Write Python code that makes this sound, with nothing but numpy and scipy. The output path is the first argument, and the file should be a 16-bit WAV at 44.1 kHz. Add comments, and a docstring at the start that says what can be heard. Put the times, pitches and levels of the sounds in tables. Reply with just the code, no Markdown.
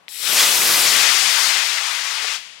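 """Model rocket from a grass field

The igniter pops close by; the motor hisses up to full thrust, climbs away crackling and burns out.
Near the pad the jet, rich in ultrasound, overloads the microphone's sensitive left channel, turning hiss
into a rough roar; the much weaker right overloads only briefly. The field echoes after burnout."""
import sys
import numpy as np
from scipy import signal
from scipy.fft import rfft, irfft, next_fast_len
from scipy.io import wavfile
from scipy.ndimage import map_coordinates

SR = 44100
rng = np.random.default_rng(int(sys.argv[2]) if len(sys.argv) > 2 else 0)


def materialize(psi):
    """Save the field psi as 16-bit PCM at rate SR to the path in sys.argv[1].

    A 1-D psi becomes a single channel; in a 2-D psi each row is a channel.
    """
    bounded = np.clip(np.atleast_2d(psi).T, -1, 1)
    quanta = np.round(bounded * 32767).astype(np.int16)
    wavfile.write(sys.argv[1], SR, quanta)


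N = 114660
FAST_SR, FAST_N = 2 * SR, 2 * N   # doubled rate, to hold the ultrasound
TIME = np.arange(FAST_N) / FAST_SR


def from_db(db):
    return 10 ** (np.asarray(db) / 20)


def unit_rms(x):
    return x / np.sqrt(np.mean(x ** 2) + 1e-20)


def at_hz(points, hz):
    """Read a spectrum on a log-frequency axis."""
    freqs, values = np.transpose(points)
    return np.interp(np.log(hz + 1e-9), np.log(freqs), values)


def in_time(rows):
    """Read each column of a curve at every sample."""
    times, *columns = np.transpose(rows)
    return [np.interp(TIME, times, column) for column in columns]


def coloured(x, points):
    """Equalise a sound along a curve."""
    size = next_fast_len(FAST_N + 4096)
    gain = from_db(at_hz(points, np.fft.rfftfreq(size, 1 / FAST_SR)))
    return irfft(rfft(x, size) * gain, size)[..., :FAST_N]


def band(x, low_hz, high_hz, order=2):
    """Butterworth band-pass."""
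    sos = signal.butter(order, [low_hz, high_hz], "band", fs=FAST_SR, output="sos")
    return signal.sosfilt(sos, x + 1e-18)


def resonant(x, rows):
    """Peaking filters in series."""
    for hz, width_hz, db in rows:
        gain = from_db(db / 2)
        width = np.tan(np.pi * width_hz / FAST_SR)
        tuning = -2 * np.cos(2 * np.pi * hz / FAST_SR)
        x = signal.lfilter([1 + width * gain, tuning, 1 - width * gain],
                           [1 + width / gain, tuning, 1 - width / gain], x + 1e-18)
    return x


def drift(rate_hz):
    """Smooth random wander with a spread of 1."""
    hop = 80
    pole = np.exp(-2 * np.pi * hop * rate_hz / FAST_SR)
    noise = rng.standard_normal(FAST_N // hop + 502)
    slow = signal.lfilter([1], [1, -2 * pole, pole * pole], noise)[500:]
    return np.interp(np.arange(FAST_N) / hop, np.arange(len(slow)), unit_rms(slow))


def delayed(x, lag_s):
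    """Shift a sound in time, between samples."""
    return map_coordinates(x, [(TIME - lag_s) * FAST_SR], order=3)


def pops(rows, low_hz, high_hz, order):
    """Short pressure pulses at given times and peak levels."""
    clicks = np.zeros(FAST_N)
    for start_s, peak_db in rows:
        clicks[int(start_s * FAST_SR)] = from_db(peak_db)
    unit_peak = np.abs(band(signal.unit_impulse(1024), low_hz, high_hz, order)).max()
    return band(clicks, low_hz, high_hz, order) / unit_peak


# Open air over the field: freq_hz, gain_db
AIR_COLOUR = [(30, -6), (90, 4), (170, 5), (260, -5.5), (600, -1), (1000, 0.5), (1500, -5), (3000, -7),
              (6000, -17), (10000, -19), (16000, -25)]
# Its level at the microphone: left_db, right_db
AIR_DB = [-50, -57]


def outdoor_air():
    """A faint, steady outdoor rush, separate on each side."""
    air = coloured(rng.standard_normal((2, FAST_N)), AIR_COLOUR)
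    return from_db(AIR_DB)[:, None] * unit_rms(air)


# Echo of field and trees, against the jet: freq_hz, level_db
FIELD_LEVEL = [(300, -17), (1000, -14.5), (3000, -10), (8000, -11.5), (14000, -8.5)]
# Its decay: freq_hz, t60_s
FIELD_T60 = [(300, 2.9), (3000, 1.85), (8000, 1.13), (14000, 0.6)]
# Scatter near the microphone, against the jet: freq_hz, level_db
NEAR_SCATTER = [(500, -35), (1500, -1), (4000, -16), (12000, -9.5)]


def field_echo(jet_gain, hz):
    """Envelope of one band's diffuse sound: the field rings on, nearby scatter follows at once."""
    decay = np.exp(-2 * np.log(1000) / (at_hz(FIELD_T60, hz) * FAST_SR))
    sent = jet_gain * from_db(at_hz(FIELD_LEVEL, hz))
    echo_power = signal.lfilter([1 - decay], [1, -decay], sent ** 2)
    scatter = jet_gain * from_db(at_hz(NEAR_SCATTER, hz))
    return np.sqrt(echo_power + scatter ** 2)


# Bounce off the ground, latest with the rocket overhead: time_s, lag_ms
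GROUND_LAG = [(0.3, 0.5), (0.6, 4.5), (0.95, 6.8), (1.17, 7.64), (1.35, 7.75), (1.55, 7.68), (1.75, 7.51),
              (1.95, 7.28), (2.17, 6.95), (2.33, 6.84)]
# What the grass reflects: freq_hz, gain_db
GRASS_COLOUR = [(300, -1.5), (1000, -4), (3000, -11), (7000, -16), (14000, -26)]


def ground_echo(x):
    """The bounce off the grass combs the spectrum, gliding with the flight; a steady one is close by."""
    lag_ms, = in_time(GROUND_LAG)
    dull = coloured(x, GRASS_COLOUR)
    return delayed(dull, lag_ms / 1000) + from_db(-7) * delayed(dull, lag_s=0.0024)


# Colour of the pad's blast plate: centre_hz, width_hz, gain_db
PLATE_COLOUR = [(1590, 680, -9.5), (3130, 450, 6.5), (4450, 400, -2.5), (5200, 330, 0.5), (6500, 1000, -6),
                (7550, 580, 2), (12700, 1500, 1)]


def blast_plate(x):
    """The flame strikes the plate, whose colour fades as the rocket lifts away."""
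    liftoff_s, fade_s = 0.354, 0.04
    on_pad = np.clip(0.5 + (liftoff_s - TIME) / fade_s, 0, 1)
    return on_pad * resonant(x, PLATE_COLOUR) + (1 - on_pad) * x


def igniter():
    """A sharp snap with a little body from the pad, just before the flame."""
    start_s = 0.0822
    snap = pops([(start_s, -13)], low_hz=1910, high_hz=3930, order=4)
    body = pops([(start_s, -15.5)], low_hz=400, high_hz=3000, order=1)
    return snap - body


# Single sputters, high over the field: start_s, peak_db
SPUTTERS = [(1.506, -7), (1.558, -6.5), (1.598, -21), (2.2235, -26), (2.2455, -6.5), (2.252, -13),
            (2.317, -22)]


def sputters():
    """The propellant spits late in the burn."""
    return pops(SPUTTERS, low_hz=560, high_hz=2630, order=2)


def turbulence():
    """Two mixing noises that share a crackle of small, uneven shocks."""
    shocks_per_s, spread_db, crackle_db = 1100, 3.5, -12
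    sizes = from_db(spread_db * np.minimum(rng.exponential(1, FAST_N), 5))
    shocks = unit_rms(sizes * (rng.random(FAST_N) < shocks_per_s / FAST_SR))
    return [unit_rms(rng.standard_normal(FAST_N) + from_db(crackle_db) * shocks) for _ in range(2)]


# The jet heard from the ground, treble relative to its hiss: time_s, hiss_db, treble_db
JET_FLIGHT = [(0.095, -37.5, 2.5), (0.13, -34, 3), (0.2, -27, 2.5), (0.27, -13, -3), (0.305, -9, -0.5),
              (0.34, -2.6, 2.1), (0.375, 3.5, -2.6), (0.41, 14, -5), (0.5, -2, -1.9), (0.6, -2.2, 3),
              (0.69, 4, 0.9), (0.85, -0.5, -2.5), (0.97, -2.5, -6), (1.09, -4.8, -10.5), (1.2, -9.5, -7),
              (1.48, -10, -8.5), (1.53, -11.5, -10.5), (1.57, -11.7, -11.5), (1.65, -14.5, -11),
              (1.8, -16.5, -11.5), (2.15, -18, -13.5), (2.33, -17.5, -14.5)]
# The jet at close range: freq_hz, gain_db
JET_COLOUR = [(60, -25), (200, -34), (400, -20.5), (700, -13.5), (1100, -5.5), (1600, -4), (2400, -0.5),
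              (3700, -.5), (5200, 1.5), (7500, -0.5), (12000, 3), (16000, -0.5), (24000, 2), (40000, -0.5)]
# Each band's part in the treble change: freq_hz, share
TREBLE_SHARE = [(2500, 0), (5000, 0.36), (8000, 0.6052), (12500, 1.35), (20000, 1), (40000, 2)]
# The lows, thin until motor pressure builds: time_s, gain_db
JET_LOWS = [(.09, -5), (.19, -5), (.28, 0.5), (.41, -3.5), (.6, 1.5), (1.0, -1), (1.4, -2), (1.58, -1),
            (1.9, -1.5), (2.3, -2.5)]
# Each band's part in that change: freq_hz, share
LOWS_SHARE = [(1500, 1), (2200, 0.29), (3500, 0)]


def jet():
    """The exhaust in half-octave bands, duller with distance: direct sound and diffuse stereo echo."""
    light_s, attack_s = 0.0868, 0.00079
    burnout_s, fall_db_per_s = 2.3595, 450
    trim_db, flutter_db, band_flicker_db = 0.55, 0.46, 0.99
    hiss_db, treble_db = in_time(JET_FLIGHT)
    lows_db, = in_time(JET_LOWS)
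    level_db = hiss_db + trim_db + flutter_db * drift(rate_hz=210)
    level_db -= fall_db_per_s * np.maximum(TIME - burnout_s, 0)
    lit = np.clip((TIME - light_s) / attack_s, 0, 1)
    edges_hz = 56 * 2 ** np.arange(0, 9.6, 0.5)
    hiss_scale = np.sqrt(FAST_SR / 2 / 4500)   # unit noise power across 1.5-6 kHz
    exhaust = turbulence()
    echo_noise = rng.standard_normal((2, 2, FAST_N))
    direct, diffuse = 0, 0
    for k, (low, high) in enumerate(zip(edges_hz, edges_hz[1:])):
        hz = np.sqrt(low * high)
        tilt_db = treble_db * at_hz(TREBLE_SHARE, hz) + lows_db * at_hz(LOWS_SHARE, hz)
        flicker_db = band_flicker_db * drift(rate_hz=20.7)
        gain = hiss_scale * lit * from_db(level_db + at_hz(JET_COLOUR, hz) + tilt_db + flicker_db)
        direct += gain * band(exhaust[k % 2], low, high)   # neighbouring bands alternate noises
        diffuse += field_echo(gain, hz) * band(echo_noise[k % 2], low, high)
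    return direct, diffuse


# Left channel after the overload: freq_hz, gain_db
LEFT_COLOUR = [(30, -21.5), (90, -14.5), (220, -6), (600, -0.73), (2500, -1), (5200, -1.5), (8000, -3.76),
               (11000, -8), (15500, -15)]
# Right channel, likewise: freq_hz, gain_db
RIGHT_COLOUR = [(30, -15), (90, -21), (220, -5), (600, -4.5), (3200, 0), (6000, -3.5), (9000, -4),
                (15500, -7)]


def microphone(pressure):
    """Each input adds faint hiss, flattens the peaks, ultrasound included, and colours the sound."""
    left, right = pressure + from_db(-68) * rng.standard_normal((2, FAST_N))
    left = coloured(overload(left, ceiling=0.63, hardness=4.4), LEFT_COLOUR)
    right = coloured(overload(right, ceiling=0.48, hardness=10), RIGHT_COLOUR)
    return signal.resample_poly([left, right], 1, 2, axis=1)


def overload(x, ceiling, hardness):
    """An input rounds off peaks as they near its ceiling."""
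    return x / (1 + np.abs(x / ceiling) ** hardness) ** (1 / hardness)


# Bumps and notches at the microphone position: centre_hz, width_hz, gain_db
POSITION_COLOUR = [(1114, 134, 2.5), (1330, 104, -4.5), (1630, 65, -3), (2488, 230, 0.5), (2900, 360, -2),
                   (5170, 820, 2)]


def scene():
    """The launch at two closely spaced microphone ports of very unequal sensitivity."""
    right_db, right_lead_s = -21, 0.63 / FAST_SR
    exhaust, diffuse = jet()
    rocket = blast_plate(exhaust) + sputters()
    arriving = resonant(rocket + ground_echo(rocket), POSITION_COLOUR) + igniter()
    left = arriving + diffuse[0]
    right = from_db(right_db) * (delayed(arriving, -right_lead_s) + diffuse[1])
    return microphone(np.array([left, right]) + outdoor_air())


def record(dry):
    """The recorder cuts steeply above 15.8 kHz."""
    return signal.sosfilt(signal.ellip(12, 0.1, 80, 15800, fs=SR, output="sos"), dry)


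dry = scene()
out = record(dry)
materialize(out)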